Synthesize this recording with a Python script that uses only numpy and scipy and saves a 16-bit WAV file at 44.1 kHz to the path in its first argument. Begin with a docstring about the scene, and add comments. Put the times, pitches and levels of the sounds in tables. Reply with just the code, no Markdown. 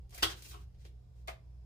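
"""A large lizard slaps its prey against the wall of a concrete pen: one hard impact, with a pulse of air
and damped ringing. It drags the prey over the dirt in gritty scuffs and shifts its grip with soft
knocks, clicks and rasps of teeth. Each contact reverberates briefly between the walls.
Two distant motors beat against each other over a mains hum, a low rumble and a faint hiss."""
import sys
import numpy as np
from scipy import signal
from scipy.io import wavfile
from scipy.ndimage import uniform_filter1d

SR = 44100
rng = np.random.default_rng(int(sys.argv[2]) if len(sys.argv) > 2 else 0)


def generate_wav(sig):
    """Save sig (samples, or channels by samples) to the path in sys.argv[1] as 16-bit PCM at SR."""
    pcm = np.round(np.clip(np.atleast_2d(sig).T, -1, 1) * 32767).astype(np.int16)
    wavfile.write(sys.argv[1], SR, pcm)


N = 72765
EARS = np.array([[.5], [-.5]])  # each channel's share of a left-right level difference
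EAR_DELAY_S, SOURCE_SIDE = .00047, .88  # travel time between the ears; sine of the lizard's bearing
DIFFUSE_WIDTH = 1.8  # widens the left-right delays of diffuse sound


def amp(db):
    """Decibels to amplitude ratio."""
    return 10 ** (np.asarray(db) / 20)


def unit(x):
    """Normalisation to rms 1."""
    return x / np.sqrt(np.mean(x ** 2) + 1e-20)


def read(points, hz):
    """Interpolation on a log-frequency axis."""
    f, value = np.transpose(points)
    return np.interp(np.log(hz + 1), np.log(f), value)


def add(mix, s, sound):
    """Superposition: a sound joins the mix at time s."""
    part = mix[..., max(round(s * SR), 0):][..., :sound.shape[-1]]
    part += sound[..., :part.shape[-1]]


def causal(gain):
    """Minimum-phase kernel for a two-sided magnitude spectrum."""
    return np.fft.ifft(np.exp(np.conj(signal.hilbert(np.log(gain + 1e-9))))).real


def flatten(x, size=5):
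    """Whitening: evens out the broad spectrum of random taps and keeps their spread in time."""
    power = np.mean(abs(np.fft.fft(np.atleast_2d(x))) ** 2, axis=0)
    kernel = causal(uniform_filter1d(power, size=size, mode="wrap") ** -.5)
    return np.fft.ifft(np.fft.fft(x) * np.fft.fft(kernel)).real


def colour(x, spectrum, tilt, size=2048):
    """Spectral shaping by a causal filter of unit energy, tilted above about 1 kHz."""
    hz = abs(np.fft.fftfreq(size, 1 / SR))
    kernel = causal(amp(read(spectrum, hz) + tilt * np.log2(1 + hz / 1000)))
    return signal.fftconvolve(x, kernel / np.linalg.norm(kernel))


# background noise (frequency [Hz], relative spectral density [dB])
AIR_SPECTRUM = [(22, -34), (40, 6), (85, 6.5), (130, -4.5), (200, -12.5), (260, -20), (380, -14.5),
                (550, -21.5), (780, -20.5), (1100, -33.5), (2500, -38.5), (4000, -39.5), (4900, -34.5),
                (6000, -41.5), (15000, -49)]
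def air(level_db=-57, flicker_db=2.5, size=4096):
    """Diffuse field: rumble and hiss are coherent between the ears only in the bass."""
    hz = np.fft.rfftfreq(size, 1 / SR)
    a, b, c, d, flicker = rng.standard_normal((4 * N // size + 5, len(hz), 5)).T
    coherence = np.sinc(2 * hz * EAR_DELAY_S * DIFFUSE_WIDTH)[:, None]
    left = a + 1j * b
    right = coherence * left + np.sqrt(1 - coherence ** 2) * (c + 1j * d)
    flicker = unit(uniform_filter1d(uniform_filter1d(flicker, size=8, axis=0), size=16, axis=1))
    spectra = np.array([left, right]) * amp(read(AIR_SPECTRUM, hz)[:, None] + flicker_db * flicker)
    noise = signal.istft(spectra, nperseg=size, noverlap=size * 3 // 4)[1]
    return amp(level_db) * unit(noise[:, :N])


# steady mains hum (frequency [Hz], level [dB], left-right [dB])
MAINS_TONES = [(121.9, -62.5, -6), (163.9, -74.5, -6)]
# the two motors (level [dB], left-right [dB])
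MOTOR_LEVELS = [(-56, -0.95), (-55.5, -1.8)]
def hum(motor_hz=(59.2, 62.25), in_phase_s=.262, right_lag_s=.00035):
    """Beating: two motors swell and fade at their difference frequency, over a steady hum."""
    t = np.arange(N) / SR - np.array([[0], [right_lag_s]])
    motors = sum(amp(db + EARS * pan) * np.cos(2 * np.pi * hz * (t - in_phase_s))
                 for hz, (db, pan) in zip(motor_hz, MOTOR_LEVELS))
    mains = sum(amp(db + EARS * pan) * np.cos(2 * np.pi * (hz * t + rng.random()))
                for hz, db, pan in MAINS_TONES)
    return np.sqrt(2) * (motors + mains)


# decay between the concrete walls (frequency [Hz], T60 [s])
PEN_DECAY = [(100, 0.19), (400, 0.35), (1300, 0.23), (3500, 0.22), (8000, 0.18), (15000, 0.17)]
def pen(x, direct_db=-10.5, early_db=2, early_s=.011, scatter=.42, size=24000, count=4000):
    """Reverberation: direct sound, strong early reflections from the lizard's side, a diffuse tail."""
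    t = (np.arange(count) + rng.random(count)) / count * (size / SR)
    early = np.exp(-t / early_s)
    aimed = np.clip(SOURCE_SIDE + scatter * rng.standard_normal(count), -1, 1)
    side = np.where(rng.random(count) < early, aimed, DIFFUSE_WIDTH * rng.uniform(-1, 1, count))
    height = rng.choice([-1., 1.], count) * (1 + amp(early_db) * early)
    arrivals = [abs(t + EAR_DELAY_S * (1 + ear * side) / 2) for ear in (-1, 1)]
    taps = np.array([np.bincount(np.round(s * SR).astype(int), height, 2 * size)[:size]
                     for s in arrivals])
    hz, age, spectra = signal.stft(taps, SR, nperseg=256)
    decay = amp(-60 * age / read(PEN_DECAY, hz)[:, None])
    response = signal.istft(spectra * decay, SR, nperseg=256)[1]
    response /= np.linalg.norm(response[0])
    response[0, 0] += amp(direct_db)
    response[1, round(EAR_DELAY_S * SOURCE_SIDE * SR)] += amp(direct_db)
    return signal.fftconvolve(x[None], flatten(response, size=61), axes=1)[:, :N]


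def impacts(contacts, spectrum):
    """Impulsive excitation: each contact is a noise burst; its level is the dry rms over 20 ms."""
    out = np.zeros(N)
    for s, db, time_constant, tilt in contacts:
        u = np.arange(1024) / SR / time_constant
        crush = rng.choice([-1., 1.], len(u)) * np.sqrt(u) * np.exp(-u)
        burst = colour(flatten(crush), spectrum, tilt)
        add(out, s, amp(db) * burst / np.linalg.norm(burst) * np.sqrt(.02 * SR))
    return pen(out)


def ringing(s, modes, rise_cycles=3):
    """Damped normal modes, struck at time s; the low ones take longer to build up."""
    t = np.arange(SR) / SR
    out = np.zeros((2, N))
    for hz, db, t60, pan in modes:
        fade = amp(db - 60 * t / t60 + EARS * pan)
        rise = 1 - np.exp(-t * hz / rise_cycles)
        lag = np.array([[0], [EAR_DELAY_S * rng.uniform(0.84, 1)]])
        add(out, s, fade * rise * np.sin(2 * np.pi * (hz * (t - lag) + rng.random())))
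    return out


def loudest(contacts):
    """Time of the strongest contact."""
    return max(contacts, key=lambda row: row[1])[0]


# small contacts (time [s], level [dB], time constant [s], treble tilt [dB/octave])
CLICK_CONTACTS = [(.0942, -68.5, 0.0006, 7.5), (.107, -63.5, 0.00033, 7), (.1462, -49, 0.0009, 10),
                  (.178, -49.5, 0.0014, 9), (.4222, -52.5, 0.00096, 6.5), (.745, -74.5, 0.0017, -2.5),
                  (.8445, -70.5, 0.00079, 1), (.8502, -58, 0.0013, -1.9), (.862, -69, 0.003, 5.5)]
# their spectrum (frequency [Hz], relative level [dB])
CLICK_SPECTRUM = [(120, -25), (260, -6), (400, 6), (560, -1), (850, -3.5), (1600, -10.5), (2100, -5),
                  (3300, -4.5), (4500, -6), (8000, -13.5), (15000, -23)]
def clicks():
    """Impact noise: brief contacts of jaws and grit radiate broadband clicks."""
    return impacts(CLICK_CONTACTS, CLICK_SPECTRUM)


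# teeth on hide (time [s], duration [s], level [dB], resonance [Hz])
RASP_STROKES = [(.173, .018, -50.5, 2180), (0.443, 0.017, -58.5, 2700)]
def rasps(bandwidth_hz=360, slips_per_s=700):
    """Stick-slip friction: uneven slips of teeth on hide excite one narrow resonance."""
    out = np.zeros(N)
    for s, length, db, hz in RASP_STROKES:
        slips = 1. * (rng.random(N) < slips_per_s / SR)[:round(length * SR)]
        t = np.arange(len(slips)) / SR
        ring = np.exp(-np.pi * bandwidth_hz * t) * np.sin(2 * np.pi * hz * t)
        swell = np.sin(np.pi * t / length)
        add(out, s, amp(db) * unit(signal.fftconvolve(slips, ring)[:len(t)] * swell))
    return pen(out)


# prey on the ground (time [s], level [dB], time constant [s], treble tilt [dB/octave])
BUMP_CONTACTS = [(.431, -69, 0.0024, 10.5), (.459, -62.5, .004, -30.5), (.527, -57.5, 0.002, 7.5),
                 (.539, -52.5, 0.0028, 3.5), (.556, -60.5, .005, 5.5)]
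# their spectrum (frequency [Hz], relative level [dB])
BUMP_SPECTRUM = [(150, -27.5), (400, -2.5), (540, -9), (730, -4), (900, -0.5), (1170, 5.5), (1400, -5),
                 (1750, -17.5), (2900, -10), (4200, -20.5), (15000, -37)]
# modes of the bump (frequency [Hz], level [dB], T60 [s], left-right [dB])
BUMP_RESONANCES = [(338, -59.5, 0.23, 14), (406, -60.5, 0.34, 14), (725, -55, 0.17, 8),
                   (1268, -53, 0.14, 9)]
def bumps():
    """Soft impact: the prey bumps the ground, and the strongest contact excites free vibration."""
    return impacts(BUMP_CONTACTS, BUMP_SPECTRUM) + ringing(loudest(BUMP_CONTACTS), BUMP_RESONANCES)


# jaw snaps (time [s], level [dB], time constant [s], treble tilt [dB/octave])
JAW_CONTACTS = [(.118, -60, 0.016, -8), (1.2748, -54, 0.00017, 5), (1.278, -54.5, 0.0019, -5),
                (1.2815, -42, 0.00096, -3), (1.296, -57.5, 0.0024, 4.5)]
# their spectrum (frequency [Hz], relative level [dB])
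JAW_SPECTRUM = [(100, -26.5), (290, -19), (400, -5), (560, -5.5), (730, 2), (940, -8.5), (1200, -0.5),
                (1500, -7), (1920, -4), (2130, 3), (2700, -6.5), (3400, -4.5), (7000, -14), (15000, -22.5)]
# modes the jaws excite (frequency [Hz], level at 0 dB gain [dB], T60 [s], left-right [dB])
JAW_RESONANCES = [(529, -54, 0.19, 5.5), (650, -50, 0.26, 3.5), (728, -42.5, 0.13, 5.5),
                  (1120, -47, 0.084, 0), (2170, -43.5, 0.025, 2), (2430, -54, 0.15, -1.5)]
# firm closures (time [s], gain [dB])
JAW_GRIPS = [(.147, -10), (.176, -12), (1.278, 5)]
def jaws():
    """Modal excitation: the jaws snap to a new grip, and firm closures ring."""
    snaps = impacts(JAW_CONTACTS, JAW_SPECTRUM)
    return snaps + sum(amp(db) * ringing(s, JAW_RESONANCES) for s, db in JAW_GRIPS)


# drags over the dirt (time [s], duration [s], level [dB], treble tilt [dB/octave], body [dB])
DRAGS = [(0.103, 0.1, -56.5, -3, -15.5), (0.146, 0.13, -55, -3.5, -9), (0.272, 0.059, -44, -5.5, -6.5),
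         (0.332, 0.1, -57, -1, 2), (0.426, 0.049, -51.5, -1, -17), (0.466, 0.061, -52, 2.5, -15),
         (0.501, 0.024, -52, -5.5, -16), (0.543, 0.11, -67.5, -2.5, -2), (0.767, 0.085, -72, -5.5, -16),
         (1.134, 0.1, -76, -2.5, -8)]
# spectrum of the grit (frequency [Hz], relative level [dB])
GRIT_SPECTRUM = [(100, -14.5), (230, -4.5), (340, 2.5), (500, -6), (700, -6.5), (1550, -1), (2300, -2.5),
                 (3600, 0.5), (5500, 1.5), (9000, -3.5), (12000, -6), (15000, -3)]
def scuffs(grains_per_s=3000, spread_db=3.5, catch_db=-1, catch_s=.005, body_hz=1300):
    """Granular friction: dirt crackles as each drag swells, catches and fades; heavy drags have body."""
    out = np.zeros(N)
    for s, length, db, tilt, body in DRAGS:
        n = round(length * SR)
        strength = amp(spread_db * np.minimum(rng.exponential(1, n), 4))
        grains = rng.choice([-1., 1.], n) * strength * (rng.random(n) < grains_per_s / SR)
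        catch = np.interp(np.arange(n) / SR / catch_s, np.arange(n), rng.standard_normal(n))
        crackle = unit(grains * amp(catch_db * catch))
        swell = np.sin(np.linspace(0, np.pi, n))
        spectrum = [(hz, level + body / (1 + (hz / body_hz) ** 2)) for hz, level in GRIT_SPECTRUM]
        add(out, s, amp(db) * colour(crackle * swell, spectrum, tilt))
    return pen(out)


# the prey's weight landing, a broad pulse then a sharper one (time [s], peak level [dB], width [s])
THUD_PULSES = [(.229, -32.5, 0.00063), (0.231, -25.5, 0.00013)]
def thud(room_db=-7.5):
    """Acceleration noise: the soft body stops at the wall with a push and pull of air, mostly direct."""
    t = np.arange(N) / SR - np.array([[0], [EAR_DELAY_S * SOURCE_SIDE]])
    direct = np.zeros((2, N))
    for s, db, width in THUD_PULSES:
        u = (t - s) / width
        direct += amp(db) * u * np.exp((1 - u ** 2) / 2)
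    return direct + amp(room_db) * pen(direct[0])


# prey on the wall (time [s], level [dB], time constant [s], treble tilt [dB/octave])
SLAP_CONTACTS = [(.2232, -43.5, 0.00039, -3.5), (.2252, -33, 0.00073, 2.5), (.2288, -24.5, 0.0011, 1.5),
                 (.2425, -35, 0.0028, 0)]
# their spectrum (frequency [Hz], relative level [dB])
SLAP_SPECTRUM = [(60, -6), (150, -9), (250, -17.5), (400, -2.5), (520, -8), (670, -3.5), (880, -5),
                 (1300, -0.5), (2000, -5), (2350, -10.5), (2800, -1.5), (3280, 3.5), (3950, -7.5),
                 (4650, -3), (6200, -13), (10000, -18), (15000, -22)]
# modes of the slap (frequency [Hz], level [dB], T60 [s], left-right [dB])
SLAP_RESONANCES = [(102, -38.5, 0.34, -0.5), (330, -35, 0.21, 7.5), (372.3, -40, 0.15, 6.5),
                   (834, -40, 0.064, 0), (1080, -28.5, .045, -1.5), (1222.6, -44, .16, 0.5),
                   (1374, -42, 0.15, 2.5), (3120, -36, 0.19, 2.5), (3310, -35.5, .12, -4),
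                   (4690, -38, 0.11, 0)]
def slap():
    """Hard impact: rapid contacts fuse into one slap, and the strongest excites damped modes."""
    return impacts(SLAP_CONTACTS, SLAP_SPECTRUM) + ringing(loudest(SLAP_CONTACTS), SLAP_RESONANCES)


def scene():
    """Superposition of the background and the struggle in the pen."""
    return air() + hum() + clicks() + rasps() + bumps() + jaws() + scuffs() + thud() + slap()


def record(dry, cutoff_hz=15550):
    """Band limiting by a linear-phase low-pass filter."""
    lowpass = signal.firwin(401, cutoff_hz, window=("kaiser", 9), fs=SR)
    return signal.oaconvolve(dry, lowpass[None], "same")


dry = scene()
out = record(dry)
generate_wav(out)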